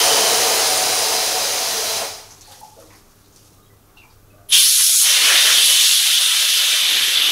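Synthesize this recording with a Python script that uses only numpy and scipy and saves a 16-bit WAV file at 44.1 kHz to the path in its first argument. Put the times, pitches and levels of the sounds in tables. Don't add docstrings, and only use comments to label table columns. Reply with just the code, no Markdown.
import sys
import numpy as np
from scipy import signal
from scipy.fft import rfft, irfft, next_fast_len
from scipy.io import wavfile
from scipy.ndimage import uniform_filter1d

SR = 44100
rng = np.random.default_rng(int(sys.argv[2]) if len(sys.argv) > 2 else 0)


def volts_from_db(level):
    exponent = np.asarray(level, float) / 20
    return 10 ** exponent


def inscribe(sig):
    pcm = np.round(np.clip(np.atleast_2d(sig).T, -1, 1) * 32767)
    wavfile.write(sys.argv[1], SR, pcm.astype(np.int16))


N = 322371
SHUT_S = 1.988

# start_s, level_db, dryness [0-1: dry gas is shrill, wet gas rings the throat]
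BLAST = [(4.55, -11, -0.011), (4.68, -13, 0.74), (5.025, -13, 1.0), (5.06, -13.5, .12), (5.6, -13, -0.05),
         (5.88, -12, 0.39), (6.05, -14, 0.18), (6.6, -15, 0.074), (7.31, -17, -0.17)]
# pitch_hz, density_db [dB per Hz]
BLAST_COLOUR = [(150, -69), (250, -23.5), (583, -19), (852, -21), (1360, -13.5), (2360, -9), (3060, -2.5),
                (3570, 0), (4630, -7.5), (6540, -9.5), (7250, -15), (10800, -12.5), (12200, -18),
                (14500, -21.5), (15500, -29)]
# pitch_hz, width_hz, level_db
NOZZLE = [(2330, 20, -11), (2480, 18, -26), (2725, 25, -3), (2975, 19, -0.5), (3004, 36, -1.5),
          (3130, 11, 3), (3310, 29, -5), (3560, 38, -0.5), (3540, 41, -10.5), (3650, 16, -4.5),
          (3810, 26, -16), (4055, 40, -20), (4360, 25, -19.5), (5900, 60, -7), (6260, 40, -16),
          (7840, 110, -9.5), (8600, 200, -8), (9300, 150, -12)]
# start_s, pitch_hz, level_db [against the top of the blast]
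EDGE_TONE = [(4.48, 11580, 9), (4.5, 10730, 18), (4.525, 10590, -3), (4.6, 10520, -6.5), (5.0, 10410, -6.5),
             (5.7, 10670, -7.5), (6.2, 11200, -13.5), (7.3, 11360, -3)]
# centre_s, length_s, roar_db, added_dryness [0-1]
SLUGS = [(4.802, 0.02, 5.5, -0.13), (5.064, 0.019, 4, .05), (5.312, 0.096, 10.5, 0.05),
         (5.503, 0.062, 8.5, 0.038), (5.172, 0.035, 0.5, -0.06), (5.664, 0.021, -4, 0.25),
         (5.794, 0.048, -0.5, -0.18), (6.297, .05, 0.5, -0.11), (6.622, 0.032, 4.5, .1),
         (6.746, 0.025, 0, -0.15), (7.075, 0.053, -0.5, .1)]


def gas_blast():
    level_db, dry = in_time(BLAST)
    dry = dry + sum(drier * swell(s, length) for s, length, db, drier in SLUGS)
    slug_db = sum(db * swell(s, length) for s, length, db, drier in SLUGS)
    above_db = level_db - level_db[-SR:].mean()

    throat_db = level_db - 2.5 - 11 * dry
    roar_db = 6 * dry - 0.91 * above_db + slug_db
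    hiss_db = 13.5 * dry + 0.73 * above_db
    top_db = 17.5 * dry + 1.12 * above_db

    crack_s, open_s, pop_s = 4.489, 4.522, 0.004
    opening_s = [crack_s - 0.009, crack_s, open_s, open_s + pop_s]
    opening_db = np.interp(np.arange(N) / SR, opening_s, [-80, -36, -10, 0])

    shifts = [(1200, roar_db), (2100, roar_db * 0.33 + slug_db * 0.48), (3300, 0), (4800, hiss_db * 0.73),
              (6500, hiss_db), (10500, top_db), (14500, top_db * 0.76)]
    jet = volts_from_db(1.0) * turbulence(BLAST_COLOUR, gust_db=0.5, patchy_db=1.4, shifts=shifts)
    pipe = volts_from_db(-13) * whistles(NOZZLE, flutter_db=1.2)
    pipe += fade(4.57, 4.68) * whistles([(3300, 580, -2)], flutter_db=-0.5)
    pipe += (1 - fade(5.5, 6.1)) * whistles([(3485, 540, -8)], flutter_db=2.0)

    tone_hz, tone_db = in_time(EDGE_TONE)
    low_pass = signal.butter(2, 360.0, fs=SR, output="sos")
    wobble = rms_one(signal.sosfilt(low_pass, rng.standard_normal(N)))
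    tone = wobble * np.sin(2 * np.pi * np.cumsum(tone_hz) / SR)
    tone *= volts_from_db(top_db + tone_db - 5 + 1.1 * drift(6))
    return volts_from_db(throat_db + opening_db) * (jet * spatter(per_s=220.0, spread_db=2.5) + pipe + tone)


# pitch_hz, density_db [dB per Hz]
WATER_COLOUR = [(18, -55), (30, -27), (225, -17.5), (307, -13.5), (332, -14.5), (432, -3), (518, -7.5),
                (747, -2), (830, -4.5), (1640, -10), (5040, -7), (6370, -6.5), (8280, -13), (9430, -10),
                (15500, -20)]
# pitch_hz, width_hz, level_db
TRAY = [(442.7, 38, 1), (489.3, 17, -1.5), (560.6, 16, -1), (632, 8.2, -4), (670, 9.2, 4), (743, 17, 2),
        (796.6, 18, -11), (896, 15, -4)]
# pitch_hz, width_hz, level_db [against the hiss]
SEAT_WHISTLES = [(4040, 300, -11), (5020, 820, -7.5), (5680, 200, -13), (6250, 230, -12.5),
                 (14900, 80, -34)]


def water_jet():
    t = np.arange(N) / SR
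    sag_db = -3.5 * np.minimum(t, SHUT_S)
    collapse_db = 84 * np.maximum(t - SHUT_S, 0)
    hiss_db = -17.5 + sag_db - collapse_db
    drum_db = 1.0 + 0.61 * sag_db + 8.5 * swell(2.03, 0.037)
    drum_db += 0.21 * collapse_db
    top_db = 0.4 + 0.05 * sag_db
    shifts = [(700, drum_db), (4000, 0), (11000, top_db)]
    spray = volts_from_db(2.0) * turbulence(WATER_COLOUR, gust_db=0.0, patchy_db=0.1, shifts=shifts)
    tray = volts_from_db(drum_db - 16) * whistles(TRAY, flutter_db=1.5)
    seat = whistles(SEAT_WHISTLES, flutter_db=1.5)
    seat += fade(0.073, 0.75) * whistles([(3064, 200, -6)], flutter_db=2.0)
    seat += fade(1.0, 1.7) * whistles([(9340, 210, -11)], flutter_db=1.9)
    jet = spray * spatter(per_s=150.0, spread_db=2.0) + tray + seat
    return volts_from_db(hiss_db) * jet * fade(2.2, 2.48)


# start_s, length_s, pitch_hz, level_db
BOOMS = [(2.475, .075, 824, -48.5), (2.475, 0.062, 756, -54), (2.48, 0.16, 517, -57),
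         (2.61, 0.068, 840, -40.5), (2.615, 0.071, 743, -51.5), (2.706, 0.072, 846, -53),
         (2.761, .11, 470, -51), (2.765, 0.096, 550, -49.5), (2.77, 0.091, 642, -50), (2.77, .13, 313, -56),
         (3.58, .08, 1220, -63), (4.327, .17, 613, -57), (4.33, .17, 690, -59), (4.32, 0.15, 1190, -63.5),
         (4.38, .09, 1510, -64)]
# start_s, length_s, pitch_hz, level_db
CHINKS = [(3.658, .04, 3300, -66), (3.70, .05, 2000, -65), (3.97, .055, 2760, -48.5),
          (4.01, .04, 2560, -56), (4.012, .03, 2380, -60), (4.03, 0.04, 2340, -54), (4.07, 0.05, 2380, -66),
          (4.09, .05, 3850, -69), (3.625, .06, 3800, -66), (4.302, .054, 2580, -63)]
# start_s, length_s, pitch_hz, level_db
SPLASHES = [(2.4105, .025, 6100, -44), (2.522, .03, 3600, -48), (2.905, .06, 2100, -55),
            (3.363, .045, 5500, -54), (3.516, .02, 900, -62), (3.974, 0.042, 3600, -57),
            (2.475, .015, 9300, -52), (2.96, .02, 11000, -56)]
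# start_s, length_s, pitch_hz, level_db
FIZZES = [(2.305, .05, 6040, -46), (2.42, 0.13, 4200, -52.5), (2.95, 0.049, 5000, -57),
          (3.24, .04, 3960, -62), (3.325, 0.031, 6300, -58), (4.098, .05, 4700, -62)]
# start_s, length_s, pitch_hz, level_db
SNAPS = [(2.519, .025, 9000, -48.5), (2.605, .012, 10000, -47), (2.80, .045, 9000, -56),
         (3.3613, .0015, 7000, -43)]


def rattles():
    contact = rng.random(N), rng.standard_normal(N)
    out = flurries(BOOMS, contact, width_share=0.059, taps_per_s=200, rubbing=0.5)
    out += flurries(CHINKS, contact, width_share=0.028, taps_per_s=350, rubbing=0.2)
    out += flurries(SPLASHES, contact, width_share=0.27, taps_per_s=1600, rubbing=0.11)
    out += flurries(FIZZES, contact, width_share=0.18, taps_per_s=400, rubbing=0.8)
    out += flurries(SNAPS, contact, width_share=0.8, taps_per_s=900, rubbing=0.05)
    return out


def flurries(rows, contact, width_share, taps_per_s, rubbing):
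    chance, sizes = contact
    out = np.zeros(N)
    t = np.arange(SR // 4) / SR
    for s, length, hz, db in rows:
        at = round(s * SR)
        span = slice(at, at + len(t))
        touch = (chance[span] < taps_per_s / SR) + rubbing
        taps = touch * sizes[span] * np.exp(-(t / length) ** 2)
        taps[0] = 1 + taps_per_s / 600
        rung = resonate(taps + 1e-18, hz, width_share * hz * 2)
        rung = resonate(rung, hz, width_share * hz)
        out[span] += volts_from_db(db) * rms_one(rung) * np.sqrt(length * 4)
    return out


# pitch_hz, density_db [dB per Hz]
DRIBBLE_COLOUR = [(1470, -32), (2500, -6), (6350, 2), (7250, -3), (12500, -5.5), (15200, -22), (16000, -35)]
# pitch_hz, density_db [dB per Hz]
RUSTLE_COLOUR = [(400, -17), (800, 1.5), (1250, -2), (2200, -10.5), (3500, -25)]
# start_s, bright_db, dull_db
STIRS = [(2.31, -47, -53), (2.42, -57, -66), (2.52, -49, -48), (2.81, -48, -54), (2.93, -54, -46),
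         (3.07, -70, -65), (3.37, -52, -66), (3.46, -56, -68), (3.53, -65, -62), (3.89, -62, -55),
         (3.97, -58, -53), (4.04, -62, -56), (4.11, -61, -59)]


def pause_sounds():
    t = np.arange(N) / SR
    bright = volts_from_db(-41 - 11 * (t - SHUT_S))
    dull = volts_from_db(-53 - 9.5 * (t - SHUT_S))
    rise_s, fall_s = 0.011, 0.041
    for s, bright_db, dull_db in STIRS:
        stir = np.exp(np.minimum((t - s) / rise_s, (s - t) / fall_s))
        bright = bright + volts_from_db(bright_db) * stir
        dull = dull + volts_from_db(dull_db) * stir
    dribble = volts_from_db(-5.5) * bright * turbulence(DRIBBLE_COLOUR, gust_db=2.5, patchy_db=0.0)
    rustle = volts_from_db(-2) * dull * turbulence(RUSTLE_COLOUR, gust_db=2.5, patchy_db=3.0)
    both = dribble * spatter(per_s=80.0, spread_db=-11.0) + rustle
    return both * (1 - fade(1.9, 2.2)) * fade(4.55, 4.55)


# pitch_hz, density_db [dB per Hz]
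WORKSHOP = [(12, -33.5), (20, 8), (50, -7), (101, -2.5), (168, -9), (399, -12), (472, -13.5), (1030, -21.5),
            (1150, -14.5), (1860, -27), (4670, -29), (6360, -28), (7950, -29), (12400, -28), (16000, -28)]
# pitch_hz, level_db [rms]
MAINS = [(100, -58), (200, -78), (300, -67.5), (400, -68)]
# pitch_hz, width_hz, level_db
LAMP_WHINE = [(12667, 200, -69)]


def workshop():
    t = np.arange(N) / SR
    hum = 0
    for hz, db in MAINS:
        hum = hum + volts_from_db(db + 2.5 * drift(8.5)) * np.sqrt(2) * np.sin(2 * np.pi * hz * t)
    floor = volts_from_db(-51.5) * turbulence(WORKSHOP, gust_db=0.1, patchy_db=0.4)
    return floor + hum + whistles(LAMP_WHINE, flutter_db=0.4)


def walls(x):
    t60_s, echo_db = 0.41, -7
    t = np.arange(SR // 3) / SR
    echoes = rng.standard_normal(len(t)) * volts_from_db(-60 * t / t60_s) * (t > 0.004)
    echoes *= volts_from_db(echo_db) / np.sqrt(np.sum(echoes ** 2))
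    return (x + signal.fftconvolve(x, echoes)[:N]) / np.sqrt(1 + volts_from_db(2 * echo_db))


def turbulence(colour, gust_db, patchy_db, shifts=((1000, 0),)):
    points = np.array(colour)
    edges = 20 * 2 ** (np.arange(31) / 3)
    size = next_fast_len(N)
    log_hz = np.log(np.fft.rfftfreq(size, 1 / SR) + 1)
    shape = volts_from_db(np.interp(log_hz, np.log(points[:, 0]), points[:, 1]))
    spectra = rfft(rng.standard_normal((2, size))) * shape
    noise = rms_one(irfft(spectra, size)[:, :N])

    curves = [(curve + np.zeros(N))[::40] for hz, curve in shifts]
    anchors = np.log([hz for hz, curve in shifts])
    gust = steps(2.0) + 0.55 * steps(39)
    out = 0
    for k, (low, high) in enumerate(zip(edges, edges[1:])):
        hz = np.sqrt(low * high)
        if not points[0, 0] * 0.8 < hz < points[-1, 0] * 1.2:
            continue
        place = np.interp(np.log(hz), anchors, np.arange(len(shifts)))
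        below = int(place)
        above = min(below + 1, len(shifts) - 1)
        bend = (1 - place + below) * curves[below] + (place - below) * curves[above]
        band = signal.sosfilt(signal.butter(2, [low, high], "band", fs=SR, output="sos"), noise[k % 2])
        out = out + smooth(volts_from_db(bend + gust_db * gust + patchy_db * steps(7))) * band
    return out


def whistles(modes, flutter_db):
    white = rng.standard_normal(N)
    out = 0
    for hz, width, db in modes:
        mode = rms_one(resonate(resonate(white, hz, width), hz, width))
        out = out + smooth(volts_from_db(db + flutter_db * steps(3.1))) * mode
    return out


def resonate(x, hz, width):
    r = np.exp(-np.pi * width / SR)
    zeros = (1 - r * r) / 2 * np.array([1, 0, -1])
    poles = [1, -2 * r * np.cos(2 * np.pi * hz / SR), r * r]
    return signal.lfilter(zeros, poles, x)


def spatter(per_s, spread_db):
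    hits = (rng.random(N) < per_s / SR) * np.minimum(rng.exponential(1, N), 2.5)
    return volts_from_db(spread_db * signal.lfilter([1], [1, -0.96], hits))


def steps(rate):
    r = np.exp(-80 * np.pi * rate / SR)
    chance = rng.standard_normal(N // 40 + 2002)
    return rms_one(signal.lfilter([1], [1, -2 * r, r * r], chance)[2000:-1])


def smooth(values):
    return np.interp(np.arange(N) / 40, np.arange(len(values)), values)


def drift(rate):
    return smooth(steps(rate))


def in_time(rows):
    s, *columns = np.transpose(rows)
    return [np.interp(np.arange(N) / SR, s, c) for c in columns]


def swell(centre, length):
    return np.exp(-((np.arange(N) / SR - centre) / length) ** 2)


def fade(start, end):
    return np.interp(np.arange(N) / SR, [start, end], [1, 0])


def rms_one(x):
    return x / np.sqrt(np.mean(x ** 2) + 1e-20)


def scene():
    knocks = rattles()
    echoing = walls(water_jet() + gas_blast() + pause_sounds() + 0.52 * knocks)
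    mid = echoing + 0.5 * knocks + workshop()
    return np.array([mid, mid])


# start_s, edge_oct [octaves above 100 Hz]
STARVED = [(4.5, -6.0), (4.53, 3.1), (5.0, 3.3), (5.03, 2.1), (5.2, 1.3), (5.62, 1.3), (6.02, 2.5),
           (6.88, 1.5), (6.92, -1.5)]
# start_s, pitch_hz, level_db
STRAYS = [(4.6, 600, 12.5), (4.8, 640, 4), (4.9, 670, 6), (5.82, 290, 5), (6.83, 200, 12), (5.68, 320, 1),
          (5.92, 440, 7)]
FILLS = [.513, 1.023, 1.047, 1.07, 1.418, 1.929, 2.37, 2.858, 4.181, 4.622, 4.831, 4.878, 5.11, 5.992,
         6.225, 6.248, 6.457, 6.735, 6.805, 6.991]


def starve(mid):
    window = signal.windows.kaiser_bessel_derived(2048, 4 * np.pi)
    lead = 1024 - 75
    hz, s, lines = signal.stft(np.pad(mid, (lead, 0)), SR, window, 2048, 1024)
    s = s - lead / SR
    audible = (hz < 15730)[:, None]

    edge = np.where(s < 1.25, -2.0, np.interp(s, *np.transpose(STARVED)))
    edge += np.where(s < STARVED[-1][0], 0.22, 1.5) * rng.standard_normal(s.size)
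    waver = np.repeat(rng.exponential(1, (hz.size // 3 + 1, s.size)), 3, axis=0)[:hz.size]
    octave = np.log2(np.maximum(hz, 5) / 100)[:, None]
    kept = np.clip((octave - edge + 0.3 - 0.8 * waver * (edge > -5)) * 8, 0, 1) * audible
    usual = uniform_filter1d(abs(lines), 15, axis=0)
    kept *= abs(lines) > usual * 1.5 * np.exp(-(octave - edge) / 1.3) * (edge > 0)
    for at, stray_hz, db in STRAYS:
        kept[abs(hz - stray_hz) < 33, np.argmin(abs(s - at))] = volts_from_db(db)
    lines *= np.maximum(kept, volts_from_db(-51) * audible)

    side = np.zeros_like(lines)
    turns = np.exp(2j * np.pi * rng.random(lines.shape))
    for at, pick in zip(FILLS, rng.random((len(FILLS), 2))):
        low = 4000 + (14200 - 4000) * np.sqrt(pick[:, None])
        band = ((hz > low) & (hz < low + 1400)).any(axis=0)
        frame = np.argmin(abs(s - at))
        side[band, frame] = volts_from_db(-2.5) * lines[band, frame] * turns[band, frame]
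    pair = signal.istft([lines + side, lines - side], SR, window, 2048, 1024)[1]
    return pair[:, lead:lead + N]


def band_limit(x):
    return signal.sosfilt(signal.butter(12, 16380, fs=SR, output="sos"), x)


def record(dry):
    ceiling = 0.88
    rounded = dry[0] / (1 + (dry[0] / ceiling) ** 4) ** (1 / 4)
    mix = starve(rounded)
    return band_limit(mix)


dry = scene()
out = record(dry)
inscribe(out)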